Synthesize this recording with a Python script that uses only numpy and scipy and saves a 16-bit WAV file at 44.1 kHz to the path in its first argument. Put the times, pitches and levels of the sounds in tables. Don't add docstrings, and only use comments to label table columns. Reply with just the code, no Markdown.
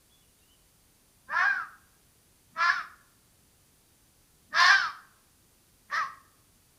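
import sys
import numpy as np
from scipy import signal
from scipy.fft import rfft, irfft, next_fast_len
from scipy.io import wavfile
from scipy.ndimage import uniform_filter1d

SR = 44100
rng = np.random.default_rng(int(sys.argv[2]) if len(sys.argv) > 2 else 0)


def transcribe(u):
    v = np.clip(np.atleast_2d(u).T, -1, 1)
    q = np.round(v * 32767).astype(np.int16)
    wavfile.write(sys.argv[1], SR, q)


N = 298998

# frequency in Hz, relative level in dB.
NOISE_SHAPE = [(12, -42), (20, -0.5), (98, -0.5), (352, -9.5), (382, -10.5), (549, -13.5), (597, -15),
               (667, -15), (1450, -17.5), (2090, -19), (8640, -18), (9660, -17.5), (10500, -18.5),
               (14300, -19.5), (15500, -22)]
# multiple of WHINE_HZ, level in dB.
WHINE_TONES = [(3, -84.5), (4, -85.5), (6, -77), (7, -80), (8, -92.5), (9, -90.5)]
# start and length in seconds, first and last pitch in Hz, relative level in dB.
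WHISTLES = [(0.082, 0.1, 3330, 3470, -66), (.21, 0.052, 3150, 2690, -69.5), (.37, 0.069, 3850, 3610, -75),
            (0.408, 0.059, 2700, 2880, -69), (0.46, 0.11, 2950, 3040, -65.5)]
# frequency in Hz, seconds to fade by 60 dB.
WOOD_RING = [(500, 1), (1100, 1), (1550, 0.78), (2000, 0.48), (4000, 0.3), (10000, .45)]
# delay in seconds, relative level in dB.
ECHOES = [(0.106, -24.5), (0.176, -29.5), (0.311, -44)]
# frequency in Hz, width in Hz, relative level in dB.
THROAT_RESONANCES = [
    [(650, 270, -30.5), (1068, 256, -4.5), (1370, 95, -2.5), (1651, 240, 1), (2400, 260, -21.5)],
    [(750, 280, -26), (1142, 200, -2), (1400, 204, -4), (1745, 310, -3), (2300, 355, -14.5)],
    [(750, 230, -27), (1068, 240, -1.5), (1396, 370, -10), (1712, 290, 3), (2300, 330, -14)],
    [(605, 270, -16), (1140, 350, -3.5), (1606, 220, -6), (1830, 340, 2), (2320, 400, -19.5)],
]
# frequency and width in Hz, relative dB.
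EDGE_RESONANCES = [(3060, 600, -4), (3580, 620, 0), (4290, 730, 1.5), (4770, 280, 2), (5242, 340, 3),
                   (5830, 220, -2), (6400, 430, -20), (9000, 6600, -31.5)]
# frequency and width in Hz, relative dB.
MOUTH_RESONANCE = [(2300, 320, -23)]
# time of the peak and half-width in seconds, pitch in Hz, level in dB.
YELP_NOTES = [(2.700, 0.0042, 1688, -16.5), (4.702, 0.006, 1660, -17)]
# start and length in seconds, relative level in dB; swell time, hold time and time
# until the voice breaks, in seconds; first, top and target pitch in Hz, fall time in seconds;
# roughness of the rasp (0-1), the cry's share of the power (0-1); edge level in dB against the bark,
# edge tilt in dB an octave, share of the edge that the cry's overtones take (0-1).
FOX_BARKS = [(1.287, .39, -22.5, 0.1, 0.12, .16, 515, 807.4, 360, .36, .27, 0.85, -22.5, 8.5, .2),
             (2.561, 0.3, -22.5, 0.069, 0.066, 0.14, 636.6, 769, 568, .16, .26, .72, -14.5, 7, .3),
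             (4.528, .395, -18, 0.075, 0.14, 0.17, 599.4, 798.3, 497, .28, .4, 0.87, -7.5, 3.5, .65),
             (5.905, .2, -26, 0.046, 0.068, .06, 525.5, 661.7, 544.7, .08, .48, 0.95, -14, 15, .15)]

NOISE_DB, WHINE_HZ, CUTOFF_HZ = -63.5, 1562.5, 15400
LEAD_IN_S, ONSET_S, CLOSE_S = .04, 0.0055, 0.065
CLEAR_S, CRY_ROUGH = 0.066, .33
EDGE_SWELL_POWER, EDGE_FADE_DB = 1.6, 24
CHEST_DB, CHEST_ATTACK_S, CHEST_FADE_DB = -27, .015, 28.5
PUFF_DB, PUFF_DELAY_S = -40.5, .011
BREAK_JUMP, JUMP_S = .1, .025
BREAK_DIP_DB, BREAK_DIP_S = -2.5, 0.0042
SAG_DB, SAG_S, FADE_DB = 8, .035, 6


def from_db(db):
    return 10 ** (np.asarray(db) / 20)


def rms_one(x):
    return x / np.sqrt(np.mean(x ** 2) + 1e-20)


def evened(x, size=900):
    return x / np.sqrt(np.abs(uniform_filter1d(x ** 2, size)) + 1e-12)


def blend(first, second, share):
    return evened(np.sqrt(1 - share) * evened(first) + np.sqrt(share) * evened(second))


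def ramp(age, begin, span):
    return np.clip((age - begin) / max(span, 1 / SR), 0, 1)


def at_hz(points, hz):
    f, value = np.transpose(points)
    return np.interp(np.log(np.maximum(hz, 1)), np.log(f), value)


def wander(rate_hz, size):
    low = signal.butter(2, min(rate_hz, SR / 4), fs=SR, output="sos")
    return rms_one(signal.sosfilt(low, rng.standard_normal(2 * size))[size:])


def band_noise(low_hz, high_hz, size):
    band = signal.butter(2, [low_hz, high_hz], "band", fs=SR, output="sos")
    return signal.sosfilt(band, rng.standard_normal(size))


def background():
    colour = from_db(at_hz(NOISE_SHAPE, np.arange(N // 2 + 1) * SR / N))
    noise = from_db(NOISE_DB) * rms_one(irfft(rfft(rng.standard_normal(N)) * colour, N))
    phase = 2 * np.pi * WHINE_HZ * np.arange(N) / SR
    return noise + sum(from_db(db) * np.sqrt(2) * np.sin(round(k) * phase) for k, db in WHINE_TONES)


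def meadow(x, near_db=-7.5, near_ring_s=.34, wood_db=-27.0, wood_delay_s=0.059,
           wood_dull_hz=5200, echo_dull_hz=2500):
    t = np.arange(SR) / SR
    near = rng.standard_normal(SR) * from_db(-60 * t / near_ring_s) * (1 - np.exp(-t / 0.006))
    edges, wood = np.geomspace(350, 11200, 11), 0
    for low, high in zip(edges, edges[1:]):
        hz = np.sqrt(low * high)
        decay = from_db(-60 * t / at_hz(WOOD_RING, hz)) * (1 - np.exp(-t / 0.0099))
        dulling = np.hypot(1, (hz / wood_dull_hz) ** 2)
        wood = wood + band_noise(low, high, SR) * decay / np.linalg.norm(decay) / dulling
    wood = np.interp(t - wood_delay_s, t, wood, left=0)
    scatter = from_db(near_db) * near / np.linalg.norm(near) + from_db(wood_db) * wood
    now = np.arange(N) / SR
    echoes = sum(from_db(db) * np.interp(now - delay, now, x, left=0) for delay, db in ECHOES)
    echoes = signal.sosfilt(signal.butter(2, echo_dull_hz, fs=SR, output="sos"), echoes)
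    return x + signal.fftconvolve(x, scatter)[:N] + echoes


def bird(waver=0.014):
    out = np.zeros(N)
    for s, length, first_hz, last_hz, db in WHISTLES:
        size, start = int(length * SR), int(s * SR)
        hz = np.linspace(first_hz, last_hz, size) * (1 + waver * wander(130, size))
        tone = np.sqrt(2) * np.sin(2 * np.pi * np.cumsum(hz) / SR)
        out[start:start + size] += from_db(db) * np.hanning(size) * tone
    return out


def envelope(age, length, attack, fade_from, fade_db, power=1):
    swell = np.minimum(ONSET_S * np.logaddexp(0, age / ONSET_S) / attack, 1) ** power
    fade = from_db(-fade_db * ramp(age, fade_from, length - fade_from))
    return swell * fade * (1 - ramp(age, length - CLOSE_S, CLOSE_S))


def low_noise(noise_db=-55.5, follow=0.32, puff_s=0.045):
    t = np.arange(N) / SR
    loudness = sum(from_db(db) * envelope(t - s, length, attack, attack + hold, SAG_DB + FADE_DB)
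                   for s, length, db, attack, hold, *_ in FOX_BARKS)
    noise = from_db(noise_db) * loudness ** follow * rms_one(band_noise(55, 430, N))
    puffs = sum(from_db(db + PUFF_DB) * np.exp(-np.minimum(((t - s - PUFF_DELAY_S) / puff_s) ** 2, 50))
                for s, _, db, *_ in FOX_BARKS)
    return noise + puffs * rms_one(band_noise(160, 250, N))


def yelps():
    t = np.arange(N) / SR
    out = np.zeros(N)
    for peak_s, half_width, hz, db in YELP_NOTES:
        swell = np.exp(-np.minimum(((t - peak_s) / half_width) ** 2, 50))
        out += from_db(db) * np.sqrt(2) * swell * np.sin(2 * np.pi * hz * (t - peak_s))
    return out


def over_ground(x, lag_s=0.002035, bounce=0.14):
    t = np.arange(len(x)) / SR
    return x - bounce * np.interp(t - lag_s, t, x, left=0)


def resonate(x, resonances):
    size = next_fast_len(2 * len(x))
    hz = np.arange(size // 2 + 1) * SR / size + 1
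    power = sum(from_db(2 * db) / (1 + ((hz * hz - f * f) / (hz * width)) ** 2) ** 2
                for f, width, db in resonances)
    cepstrum = irfft(np.log(power + 1e-12), size)
    cepstrum[0] /= 2
    cepstrum[size // 2:] = 0
    return irfft(rfft(x, size) * np.exp(rfft(cepstrum)), size)[:len(x)]


def pitch_arch(age, breaks, first_hz, top_hz, end_hz, fall_s, climb_power=2.1, fall_power=1.25):
    rasp_hz = top_hz / (1 + BREAK_JUMP)
    climb = (rasp_hz - first_hz) * (1 - (1 - ramp(age, 0, breaks)) ** climb_power)
    jump = (top_hz - rasp_hz) * ramp(age, breaks - JUMP_S / 2, JUMP_S)
    fall = (top_hz - end_hz) * (1 - np.cos(np.pi * ramp(age, breaks, fall_s) ** fall_power)) / 2
    return first_hz + climb + jump - fall


def fold_phase(pitch, rough, jitter=.03, tremor=0.0091):
    size = len(pitch)
    hz = pitch * (1 + jitter * rough * wander(220, size) + tremor * wander(70, size))
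    return 2 * np.pi * np.cumsum(hz) / SR


def chest(phase, rough):
    shaken = phase + rough * wander(90, len(phase))
    return rms_one(np.sin(shaken) + .5 * np.sin(3 * shaken / 2))


def vocal_folds(phase, rough, between_db=-2.5, rasp=1.5, slope_db=-2.5, waver_db=3.5,
                smear=0.99, pulsing=0.57, count=24):
    size, tones = len(phase), 0
    for k in range(2, count + 1):
        strength_db = slope_db * np.log2(k / 2) + between_db * (k % 2) + waver_db * wander(16, size)
        shake = smear * np.sqrt(rough) * wander(70, size)
        tones = tones + from_db(strength_db) * np.cos(k / 2 * phase + shake)
    rushing_air = rng.standard_normal(size) * (1 + pulsing * np.cos(phase))
    return (1 - rough) * rms_one(tones) + rasp * rough * rushing_air


def cry_overtones(phase, waver_db=4.0, smear=.45, count=9):
    size = len(phase)
    return sum(from_db(waver_db * wander(30, size)) * np.sin(k * phase + smear * wander(94, size))
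               for k in range(3, count + 1))


def bark(row, throat, flutter_db=3.0, clear_lead_s=.008, edge_lead_s=0.0082):
    (start, length, level_db, attack, hold, breaks, first_hz, top_hz, end_hz, fall_s,
     rasp_rough, cry_share, edge_db, tilt_db, overtone_share) = row
    age = np.arange(int((LEAD_IN_S + length) * SR)) / SR - LEAD_IN_S
    cleared = ramp(age, breaks - clear_lead_s, CLEAR_S)
    rough = np.clip(rasp_rough + (CRY_ROUGH - rasp_rough) * cleared, 0, 1)
    cry_mix = np.clip(cry_share * cleared, 0, 1)
    phase = fold_phase(pitch_arch(age, breaks, first_hz, top_hz, end_hz, fall_s), rough)
    rasp = over_ground(vocal_folds(phase, rough))
    overtones = cry_overtones(phase)
    cry = np.sin(2 * phase) + resonate(overtones, MOUTH_RESONANCE)

    body = blend(resonate(rasp, throat), cry, cry_mix)
    catch_db = BREAK_DIP_DB * np.exp(-((age - breaks) / BREAK_DIP_S) ** 2)
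    sag_db = SAG_DB * ramp(age, attack + hold, SAG_S)
    body *= from_db(flutter_db * rough * wander(120, len(age)) + catch_db - sag_db)
    body *= envelope(age, length, attack, attack + hold, FADE_DB)

    tilted = [(hz, width, db + tilt_db * np.log2(min(hz, 6500) / 4500))
              for hz, width, db in EDGE_RESONANCES]
    edge = blend(resonate(rasp, tilted), resonate(overtones, tilted), overtone_share * cry_mix)
    edge *= envelope(age, length, attack, breaks - edge_lead_s, EDGE_FADE_DB, EDGE_SWELL_POWER)

    low = chest(phase, rough) * envelope(age, length, CHEST_ATTACK_S, breaks, CHEST_FADE_DB)
    voice = body + from_db(edge_db) * edge + from_db(CHEST_DB) * low
    return np.pad(from_db(level_db) * voice, (int((start - LEAD_IN_S) * SR), N))[:N]


def fox(voice_db=-1.83, low_cut_hz=505):
    barks = sum(bark(row, throat) for row, throat in zip(FOX_BARKS, THROAT_RESONANCES))
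    muzzle = signal.butter(8, low_cut_hz, "high", fs=SR, output="sos")
    return signal.sosfilt(muzzle, from_db(voice_db) * barks + yelps())


def scene():
    far_bird = from_db(-1.5) * meadow(bird(), near_db=-1.0, wood_db=-12.0)
    return (meadow(fox() + low_noise()) + far_bird + background())[None]


def record(dry):
    return signal.sosfilt(signal.ellip(10, .1, 80, CUTOFF_HZ, fs=SR, output="sos"), dry)


dry = scene()
out = record(dry)
transcribe(out)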